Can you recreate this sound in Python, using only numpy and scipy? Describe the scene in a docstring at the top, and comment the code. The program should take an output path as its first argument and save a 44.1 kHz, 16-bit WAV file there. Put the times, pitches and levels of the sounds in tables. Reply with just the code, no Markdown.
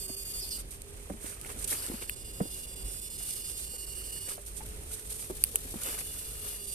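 """A high whine in bursts of sharp pulses cuts through the swish and patter of wet weeds.
A man wades a ditch with a backpack electric fishing rig: it rings while its poles are in the water,
lower in pitch the deeper they go. Sweeping poles and legs stir spray and slosh, air pockets plop and
stems crack. Behind him, two falling chirps and a far motor carry over the rumble of open fields."""
import sys
import numpy as np
from scipy import signal
from scipy.fft import rfft, irfft, next_fast_len
from scipy.io import wavfile

SR = 44100
rng = np.random.default_rng(int(sys.argv[2]) if len(sys.argv) > 2 else 0)


def wrap_up_sound(samples):
    """Save the sound to the file named by the first command line argument, as 16-bit audio."""
    columns = np.atleast_2d(samples).T
    # keep every value between -1 and 1, then stretch to whole-number steps
    tamed = np.clip(columns, -1, 1)
    steps = np.round(tamed * 32767).astype(np.int16)
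    wavfile.write(sys.argv[1], SR, steps)


N = 297234
TIME = np.arange(N) / SR

# dips of the poles: in_s, out_s, draw_out_s, pause_s (the middle of one pause between bursts)
DIPS = [(-1, 0.62, 0.085, 0.073), (1.74, 4.38, 0.15, 2.153), (5.81, 7.6, 0.16, 6.322)]
# bright spectrum of wet leaves and spray: freq_hz, level_db
SPRAY = [(1200, -16.5), (2600, -3.5), (3600, 1.5), (4600, 1), (6000, 0.5), (7600, -0.5), (8800, 7.5),
         (10100, 2), (11300, 1.5), (12700, 0.5), (14200, -3)]


def rig(gain_db=-1):
    """The rig whines only while the poles close the circuit through the water."""
    # the whine in each dip: in_db, out_db, low_boost_in_db, low_boost_out_db, left_minus_right_db
    dip_levels = [(-35, -38.5, -1, -0.5, 0.5), (-46.5, -40.5, 2, 0.5, 0), (-45, -47.5, 3, 3.5, 0)]
    # rig resonances, heard from a new side in each dip: freq_hz, width_hz, dip1_db, dip2_db, dip3_db
    resonances = [(2525, 40, -3, -4, -3), (2840, 30, 9, 11, 11.5), (3155, 40, -3, -3, -6),
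                  (3470, 40, 0, 7.5, 9.5), (3790, 40, -6, -1, -2), (4105, 40, 0, 7, 6),
                  (4410, 40, 6, 12, 7), (4728, 40, 17.5, 12.5, 9), (5045, 40, 2, 9, -2),
                  (5360, 40, 1, 6, 4), (5675, 40, -7, 1, -2), (6300, 40, -2, -6, -5), (6620, 40, -1, 0, -1),
                  (6930, 94, 7, 6.5, 9), (7710, 180, 5, 11, 3), (8200, 54, 5, 8, 0), (8540, 140, 7, 11, 8),
                  (8830, 60, -8, 5, 2), (9190, 170, 11, 12, 15), (9480, 60, 4, 10, -3),
                  (9780, 80, 1, 3, -3), (11370, 940, -5, 4.5, 12), (12940, 870, 7.5, 8, 12.5)]
    freq_hz, width_hz, *sides = np.transpose(resonances)
    return undb(gain_db) * sum(whine(dip, levels, np.c_[freq_hz, width_hz, side_db])
                               for dip, levels, side_db in zip(DIPS, dip_levels, sides))


def whine(dip, levels, modes, deep_hz=315.1, shallow_rise_hz=13, surge_db=8, surge_s=0.13,
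          base_db=-7, sweep=0.01383, scatter_rad=0.75, sputter_db=-16, wander_db=1.6,
          flutter_per_s=90, flutter_db=2.6, flutter_rad=.5, drift_per_s=8, drift_rad=.6):
    """Upward-sweeping pulses ring the rig's resonances; deep poles load it and slow the pulses."""
    # as the man turns, one resonance swells or fades: peak_s, length_s, freq_hz, change_db
    body_turns = [(0.0, 0.12, 2845, -8), (0.41, 0.1, 2845, -6), (0.45, 0.2, 3470, 5),
                  (2.32, 0.54, 4410, -11), (2.62, 0.2, 2845, 5), (2.78, 0.4, 3470, 3),
                  (2.85, 0.6, 4410, -11), (3.0, 0.25, 2845, -5), (3.0, 0.4, 4728, -4), (3.3, 0.45, 5080, 5),
                  (3.9, 0.7, 4728, -3), (3.95, 0.6, 3470, -11), (3.98, 0.5, 2845, 5.5),
                  (4.05, 0.5, 4105, -3), (4.15, 0.3, 4410, 2), (6.55, 0.4, 2845, 3), (6.68, 0.3, 4728, 8),
                  (6.72, 0.15, 9150, 7)]
    # for a while one partial sounds more centred or wider: peak_s, length_s, freq_hz, added_lag_rad
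    width_shifts = [(0.3, 0.45, 2845, 2.7), (0.2, 1.0, 3470, -1.6), (2.7, 1.3, 3470, -1.9),
                    (4.0, 1.2, 4410, 1.6), (6.2, 1.3, 3470, -1.9)]
    start, end, draw_s, pause_s = dip
    in_db, out_db, low_in_db, low_out_db, pan_db = levels
    live = (TIME >= start) & (TIME <= end)
    shallow = shallowness(start, end, draw_s)
    pulse_hz = deep_hz + shallow_rise_hz * shallow
    db = np.interp(TIME, [start, end], [in_db, out_db]) - 0.5 * shallow
    db += surge_db * np.exp(-((TIME - start) / surge_s) ** 2)  # current surges as the tips touch
    pulses = np.cumsum(pulse_hz * (1 + 0.0012 * walk(60))) / SR
    pulses -= np.interp(pause_s, TIME, pulses)
    harmonics = np.arange(1, 46)
    freqs = harmonics * np.percentile(pulse_hz[live], 25)
    power = sum(undb(2 * peak_db) / (1 + ((freqs - hz) / (width / 2)) ** 2)
                for hz, width, peak_db in modes)
    gains = np.sqrt(power + undb(2 * base_db) * freqs ** 4 / (freqs ** 4 + 3000 ** 4))
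    t, cycle = TIME[live], 2 * np.pi * pulses[live]
    knots = np.arange(t[0], t[-1], 1 / flutter_per_s)
    low_db = np.interp(knots, [start, end], [low_in_db, low_out_db])
    tone = np.zeros((2, N))
    for k, gain, partial_hz in zip(harmonics, gains / np.sqrt(np.sum(gains ** 2) / 2), freqs):
        phase = k * cycle - np.pi * sweep * k ** 2 + scatter_rad * rng.standard_normal()
        flutter, jitter = rng.standard_normal((2, len(knots)))
        partial_db = low_db * (partial_hz < 5800) + flutter_db * flutter
        partial_db += sum(change * hump(s, length, knots) for s, length, hz, change in body_turns
                          if abs(hz - partial_hz) < deep_hz / 2)
        left_lag = k * 0.748 + sum(rad * hump(s, length, t) for s, length, hz, rad in width_shifts
                                   if abs(hz - partial_hz) < deep_hz / 2)
        for channel, lag in enumerate([left_lag, 0]):
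            # each partial drifts in level and phase, differently in each ear
            swell, drift = (np.interp(knots * drift_per_s, np.arange(64), steps)
                            for steps in rng.standard_normal((2, 64)))
            level = np.interp(t, knots, gain * undb(partial_db + wander_db * swell))
            wobble = np.interp(t, knots, drift_rad * drift + flutter_rad * jitter)
            tone[channel, live] += level * np.cos(phase - lag + wobble)
    puffs = rng.standard_normal((2, N)) * np.exp(-(pulses % 1) / .4)  # one on every pulse
    sputter = undb(sputter_db) * unit(colour(puffs, np.c_[freqs, 20 * np.log10(gains)]))
    return (tone + sputter) * bursts(pulses) * undb(db) * contact(start, end) * pan(pan_db)


def bursts(pulses, period=27, pause=3.7, build=2.5, leak_db=-10, leak_spread_db=3.5, spread_db=1.0):
    """Each burst stops quickly, leaks through a pause and builds again; lengths count in pulses."""
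    number, into = np.divmod(pulses + pause, period)
    strength, depth = rng.standard_normal((2, 128))[:, number.astype(int)]
    from_pause = into - pause
    stop = .5 - (from_pause + pause / 2)
    rise = .5 + (from_pause - pause / 2) / build
    leak = undb(leak_db + leak_spread_db * depth)
    gate = np.maximum(np.maximum(stop, rise), leak)
    return np.minimum(gate, 1) * undb(spread_db * strength)


def shallowness(start, end, draw_s, sink_s=0.16):
    """1 at the surface, 0 deep down: the poles sink, rest and are drawn out again."""
    # the poles come partly up, still in the water: peak_s, length_s, share_of_depth
    half_lifts = [(3.2, 0.27, 0.28), (3.85, 0.25, 0.1)]
    sink = np.exp(-np.maximum(TIME - start, 0) / sink_s)
    draw = np.exp(-np.maximum(end - TIME, 0) / draw_s)
    lifts = sum(share * np.exp(-((TIME - s) / length) ** 2) for s, length, share in half_lifts)
    return np.minimum(sink + draw + lifts, 1)


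def contact(start, end, fade_s=0.06):
    """1 with the poles in the water, fading to 0 as the tips leave."""
    return np.clip(np.minimum(TIME - start, end - TIME) / fade_s, 0, 1)


def weeds(drip_spray_db=-55.5, drip_slosh_db=-65.5, stir_db=-70.5, slosh_gain_db=1):
    """Bright spray and duller slosh swell with each sweep through the weeds, over steady dripping."""
    # sweeps of poles and legs: peak_s, length_s, spray_db, slosh_db, spray_left_minus_right_db
    sweeps = [(0.38, 0.31, -48, -61, 14), (0.589, 0.057, -42, -52, 3), (0.737, 0.074, -48, -59.5, 1),
              (1.06, 0.3, -59.5, -58.5, -8), (1.281, 0.15, -42.5, -50.5, -1.5),
              (1.483, 0.23, -47, -52.5, -0.5), (1.62, 0.087, -41, -57, -3), (1.722, 0.078, -31.5, -40.5, 4),
              (1.817, 0.39, -43.5, -48.5, 8), (2.03, 0.027, -47, -42, 10), (2.562, 0.18, -42.5, -65, 1.5),
              (2.942, 0.14, -44.5, -62, -3), (3.292, 0.24, -38, -58.5, 2), (3.496, 0.066, -39.5, -60, -2.5),
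              (3.6, 0.097, -38.5, -67, -0.5), (4.032, 0.82, -50, -59, -4), (4.308, 0.1, -39, -49, 3),
              (4.63, 0.5, -48, -60, 1.5), (4.944, 0.16, -42, -53.5, 0.5), (5.163, 0.22, -40, -59.5, 0.5),
              (5.52, 0.81, -43.5, -60.5, 5), (5.87, 0.2, -39.5, -44, 5), (5.99, 0.05, -38.5, -45.5, 5),
              (6.203, 0.46, -42, -57, 2.5), (6.483, 0.19, -40.5, -54, 6), (6.73, 0.33, -42.5, -80, -2)]
    # dull spectrum of pushed water: freq_hz, level_db
    slosh_spectrum = [(200, 8), (450, 16), (750, 9.5), (1200, 12), (1900, 8), (2700, 8.5), (3800, -1),
                      (5000, -1), (8000, -2)]
    stirring = sum(contact(start, end) for start, end, *_ in DIPS)  # wet poles raise a little spray
    spray_power = (undb(drip_spray_db) ** 2 + (undb(stir_db) * stirring) ** 2) * pan(-2) ** 2
    slosh_power = undb(drip_slosh_db) ** 2
    for s, length, spray_db, slosh_db, side_db in sweeps:
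        push = hump(s, length)
        spray_power += (push * undb(spray_db) * pan(side_db)) ** 2
        slosh_power += (push * undb(slosh_db)) ** 2
    spray = patter(SPRAY, drops_per_s=6400, spread_db=-1.5, flicker_db=2.0, shared=0.028)
    slosh = patter(slosh_spectrum, drops_per_s=1200, spread_db=-0.5, flicker_db=4.0, shared=0.71)
    water = 1.7 * slosh + 0.59 * bubbles()
    return spray * np.sqrt(spray_power) + water * np.sqrt(slosh_power) * undb(slosh_gain_db)


def patter(spectrum, drops_per_s, spread_db, flicker_db, shared):
    """Dense tiny drops of uneven size over a fine hiss."""
    size = undb(spread_db * np.minimum(rng.exponential(size=(3, N)), 5))
    drops = (rng.random((3, N)) < drops_per_s / SR) * size * rng.standard_normal((3, N))
    grains = unit(drops) + rng.standard_normal((3, N))
    return unit(colour(stereo(grains, shared), spectrum) * undb(flicker_db * walk(110)))


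def bubbles(count=2600, low_hz=1150, high_hz=5000, decay_cycles=7, spread_db=4):
    """Small bubbles ring briefly, rising in pitch as they surface."""
    out, t = np.zeros((2, N)), TIME[:1500]
    for when, pitch, loudness, side in rng.random((count, 4)):
        hz = low_hz * (high_hz / low_hz) ** pitch
        age = t * hz / decay_cycles
        ring = np.sin(2 * np.pi * hz * t * (1 + 0.0367 * np.minimum(age, 5))) * np.exp(-age)
        level = undb(spread_db * min(-np.log(1 - loudness), 3))
        add(out, when * TIME[-1], ring * level * pan(12 * (side - .5)))
    return unit(out)


def brushes(attack_s=.001):
    """A single wet leaf is caught suddenly and slips off."""
    # brushes against weeds: start_s, level_db, length_s, left_minus_right_db
    touches = [(0.707, -43, 0.016, -1), (0.818, -36, 0.0037, -1), (1.413, -31, 0.0021, 0),
               (1.642, -32, 0.01, -7), (1.675, -32.5, 0.012, -1), (1.71, -33, .004, 13),
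               (1.864, -29.5, 0.0022, -3), (2.03, -43, 0.0067, -7), (4.461, -42.5, 0.035, 0),
               (4.564, -43, 0.011, -6), (4.569, -43, 0.026, -8), (5.833, -34, 0.0054, -3),
               (5.94, -41, 0.0038, 4)]
    out, t = np.zeros((2, N)), TIME[:4096]
    for s, db, length, side_db in touches:
        rub = unit(colour(stereo(rng.standard_normal((3, len(t))), 0.065), SPRAY))
        envelope = np.minimum(t / attack_s, 1) * np.exp(-(t / length) ** 4)
        add(out, s, rub * envelope * undb(db) * pan(side_db))
    return out


def splashes(drops_per_s=350, drop_s=0.00013):
    """Separate drops crackle on the water as the poles break the surface."""
    # showers of drops: peak_s, length_s, level_db
    showers = [(1.28, 0.13, -52), (1.79, 0.11, -42), (1.89, 0.14, -50), (5.854, 0.22, -44)]
    # spectrum of the crackle: freq_hz, level_db
    crackle = [(500, -8), (1100, 4), (1900, -6), (3000, 3), (5500, -3), (9000, 4), (14000, -1)]
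    drops = (rng.random((3, N)) < drops_per_s / SR) * rng.uniform(.3, 1, (3, N))
    t = TIME[:128]
    tick = rng.standard_normal((3, len(t))) * np.exp(-t / drop_s)
    ticks = signal.fftconvolve(drops, tick, axes=1)[:, :N]
    envelope = sum(undb(db) * hump(s, length) for s, length, db in showers)
    return unit(colour(stereo(ticks, 0.15), crackle)) * envelope


def plops(rise_s=0.00049, glide=0.81, churn=0.69, gain_db=-0.5):
    """A pocket of air closes and rings, with churning water around its pitch."""
    # plops and gulps in the shallows: start_s, level_db, pitch_hz, t60_s
    air_pockets = [(0.094, -39.5, 650, .04), (0.101, -34.5, 236, 0.042), (1.099, -29.5, 565, 0.042),
                   (1.104, -27.5, 285, 0.04), (1.108, -29.5, 201, 0.093), (1.14, -35.5, 227, 0.089),
                   (1.244, -28, 288, 0.029), (1.563, -38, 240, 0.036), (1.883, -39, 340, 0.037),
                   (1.899, -27.5, 267, 0.047), (1.916, -34, 337, 0.084), (1.939, -31, 217, 0.062),
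                   (2.403, -26, 446, 0.038), (2.4053, -24, 462, 0.062), (2.411, -19, 185, 0.067),
                   (2.434, -29, 328, 0.017), (2.453, -30.5, 310, 0.044), (3.737, -39, 482, 0.049),
                   (4.379, -36, 576, 0.068), (4.606, -39, 863, 0.1), (5.299, -25.5, 372, 0.076),
                   (5.306, -29, 235, 0.067), (5.545, -38, 432, 0.11), (5.651, -38, 268, 0.096),
                   (5.741, -29, 340, 0.031), (5.756, -30, 210, 0.055)]
    out, t = np.zeros((2, N)), TIME[:8192]
    for s, db, hz, t60 in air_pockets:
        envelope = (1 - np.exp(-t / rise_s)) * np.exp(-np.log(1000) * t / t60)
        band = [(hz / 3, -20), (hz, 0), (hz * 1.6, -9), (hz * 3.24, -17), (hz * 9, -44), (hz * 40, -70)]
        water = unit(colour(rng.standard_normal((3, len(t))), band))
        ring = np.sin(2 * np.pi * hz * t * (1 + glide * t)) + churn * stereo(water, 0.53)
        add(out, s, ring * envelope / envelope.max() * undb(db + gain_db))
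    return out


def cracks(snap_s=0.0008, fibres_db=3, stem_s=0.00036, low_mode_db=-4, tail_db=-31, tail_s=0.013):
    """A stem clicks apart, its last fibres follow, it rings and the bank scatters a short tail."""
    # breaking stems: start_s, snap_db, snap_left_minus_right_db, stem_db, low_mode_hz, high_mode_hz
    stems = [(1.448, -50, 0, -36, 1750, 2100), (2.096, -28.5, 10, -25, 1900, 2600),
             (5.4388, -14.5, 0.5, -21, 2750, 4600), (5.447, -33, -5, -40, 2300, 3320),
             (5.5578, -18.5, 1, -25.5, 1400, 2950), (5.988, -55, -8, -37, 1300, 1800)]
    # bright spectrum of the snap: freq_hz, level_db
    snap_spectrum = [(200, -8), (1200, -2), (2000, -7), (4600, -1), (5900, -4), (7500, 4), (8900, 15),
                     (10100, 11.5), (11200, 14), (12500, 10), (14000, 10), (15000, -2), (16500, -7)]
    out, lead_s = np.zeros((2, N)), .005
    t = np.maximum(TIME[:2048] - lead_s, 0)
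    click = unit(np.diff(1. * (t > 0), prepend=0))
    tearing = (t > 0) * (np.exp(-t / snap_s) + undb(tail_db) * np.exp(-t / tail_s))
    scale = np.sqrt(.002 * SR / len(t))  # levels count the energy as if packed into 2 ms
    for s, snap_db, side_db, stem_db, low_hz, high_hz in stems:
        fibres = unit(np.sign(rng.standard_normal((2, len(t)))) * tearing)
        snap = np.array([unit(side) for side in colour(click + undb(fibres_db) * fibres, snap_spectrum)])
        modes = undb(low_mode_db) * np.sin(2 * np.pi * low_hz * t) + np.sin(2 * np.pi * high_hz * t)
        ring = unit(modes * t * np.exp(-t / stem_s))
        left, right = snap * undb(snap_db) * pan(side_db) + ring * undb(stem_db)
        add(out, s - lead_s, np.array([lagged(left)[0], right]) * scale)
    return out


def chirps(rasp=0.074, echo_s=0.046):
    """Raspy falling whistles, as of a small bird, smeared by echoes off the palms."""
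    # two calls: start_s, level_db, start_hz, end_hz, length_s
    calls = [(0.406, -34, 5330, 4370, 0.0397), (0.504, -33.5, 5430, 4100, 0.036)]
    out, t = np.zeros((2, N)), TIME[:8192]
    for s, db, start_hz, end_hz, length in calls:
        along = np.minimum(t / length, 1)
        hz = (start_hz + (end_hz - start_hz) * along) * (1 + rasp * walk(907)[:len(t)])
        call = np.sin(2 * np.pi * np.cumsum(hz) / SR) * np.sqrt(np.abs(np.sin(np.pi * along)))
        palms = rng.standard_normal((2, len(t))) * np.exp(-t / echo_s) * np.sqrt(2 / (echo_s * SR))
        echo = signal.fftconvolve(call[None], palms)[:, :len(t)]
        add(out, s, undb(db) * (lagged(call) + echo))
    return out


def motor(gain_db=-2, third_db=-19, floor_db=-60):
    """A far, wavering motor carries across the fields in swells over a faint steady level."""
    # the motor's pitch line: time_s, pitch_hz
    pitch_line = [(0, 391), (0.6, 385.6), (1.05, 414.2), (2.5, 379.4), (4.1, 378), (4.8, 432.8),
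                  (6.3, 431.4), (6.74, 392.5)]
    # its swells: peak_s, length_s, level_db
    swells = [(0.15, 1, -55), (1.002, 0.65, -56.5), (3.91, 0.45, -54.5), (4.893, 0.94, -58.5),
              (6.354, 0.99, -55.5)]
    hz = np.interp(TIME, *np.transpose(pitch_line))
    phase = 2 * np.pi * np.cumsum(hz * (1 + 0.009 * walk(40))) / SR
    drone = unit(np.sin(phase) + undb(third_db) * np.sin(3 * phase))
    carried = undb(floor_db) + sum(undb(db) * hump(s, length) for s, length, db in swells)
    return drone * carried * undb(gain_db + 3.2 * walk(11))


def fields(level_db=-42):
    """Open air rumbles, centred in the bass and wider higher up."""
    # spectrum of open fields: freq_hz, level_db
    rumble = [(20, -12), (35, -4), (52, 3.5), (63, -6.5), (82, -6), (125, -12), (180, -17), (290, -21),
              (430, -18), (560, -24.5), (750, -30.5), (1400, -39.5), (2600, -36), (14000, -54)]
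    mid, side = (colour(rng.standard_normal(N), rumble) for _ in range(2))
    side = colour(side, [(100, -13.5), (300, -7.0), (600, -2.5), (1200, 5.0)])
    return unit(np.array([mid + side, mid - side])) * undb(level_db + 1.45 * walk(6.3))


def hump(s, length, t=TIME, rise_share=0.47, roundness=2.26):
    """A rounded swell to 1 at time s and a slightly slower dying away."""
    age = (t - s) / length
    return np.exp(-np.abs(age / np.where(age < 0, rise_share, 1 - rise_share)) ** roundness)


def walk(steps_per_s):
    """Smooth random wander with a spread near 1."""
    knots = rng.standard_normal(2048)
    return 1.2 * np.interp(TIME * steps_per_s, np.arange(len(knots)), knots)


def colour(x, spectrum):
    """Equalise along (freq_hz, level_db) points."""
    hz, db = np.transpose(spectrum)
    size = next_fast_len(x.shape[-1], True)
    freqs = np.fft.rfftfreq(size, 1 / SR)
    gain = undb(np.interp(np.log(freqs + 1), np.log(hz), db))
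    return irfft(rfft(x, size) * gain, size)[..., :x.shape[-1]]


def stereo(x, shared):
    """Three unrelated signals become two channels; the third is shared, reaching the right first."""
    return np.sqrt(shared) * lagged(x[2]) + np.sqrt(1 - shared) * x[:2]


def lagged(x, samples=17):
    """The left hears a sound just after the right."""
    return np.array([np.r_[np.zeros(samples), x[:-samples]], x])


def pan(db):
    """Left and right gains for a level difference."""
    return undb(np.array([[db], [-db]]) / 2)


def add(out, s, sound):
    """Mix a sound in at time s."""
    i = int(s * SR)
    out[:, i:i + sound.shape[-1]] += sound[..., :N - i]


def undb(db):
    """Decibels to gain."""
    return 10 ** (np.asarray(db) / 20)


def unit(x):
    """Scale to rms 1."""
    return x / np.sqrt(np.mean(x ** 2))


def scene():
    """The rig, the water and the fields around them, with stems cracking close by."""
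    # roll-off that leaves the highest treble to the cracks: freq_hz, gain_db
    soft_top = [(14100, 0), (14800, -45)]
    ditch = rig() + weeds() + brushes() + splashes() + plops()
    background = chirps() + fields() + motor()
    return colour(ditch + background, soft_top) + cracks()


def record(dry):
    """Two microphone ports ring at different treble pitches; peaks clip and the top is cut steeply."""
    left = colour(dry[0], [(5000, -5.5), (8200, -5.5), (9100, -10), (10100, 2), (11500, 6.5), (14000, -4)])
    right = colour(dry[1], [(5000, -4.5), (8800, 8), (10200, 3.5), (11500, -2), (14000, -2.5)])
    clipped = np.clip([left, right], -.85, .85)
    top_hz = 16400
    return signal.sosfilt(signal.ellip(10, .2, 70, top_hz, fs=SR, output="sos"), clipped)


dry = scene()
out = record(dry)
wrap_up_sound(out)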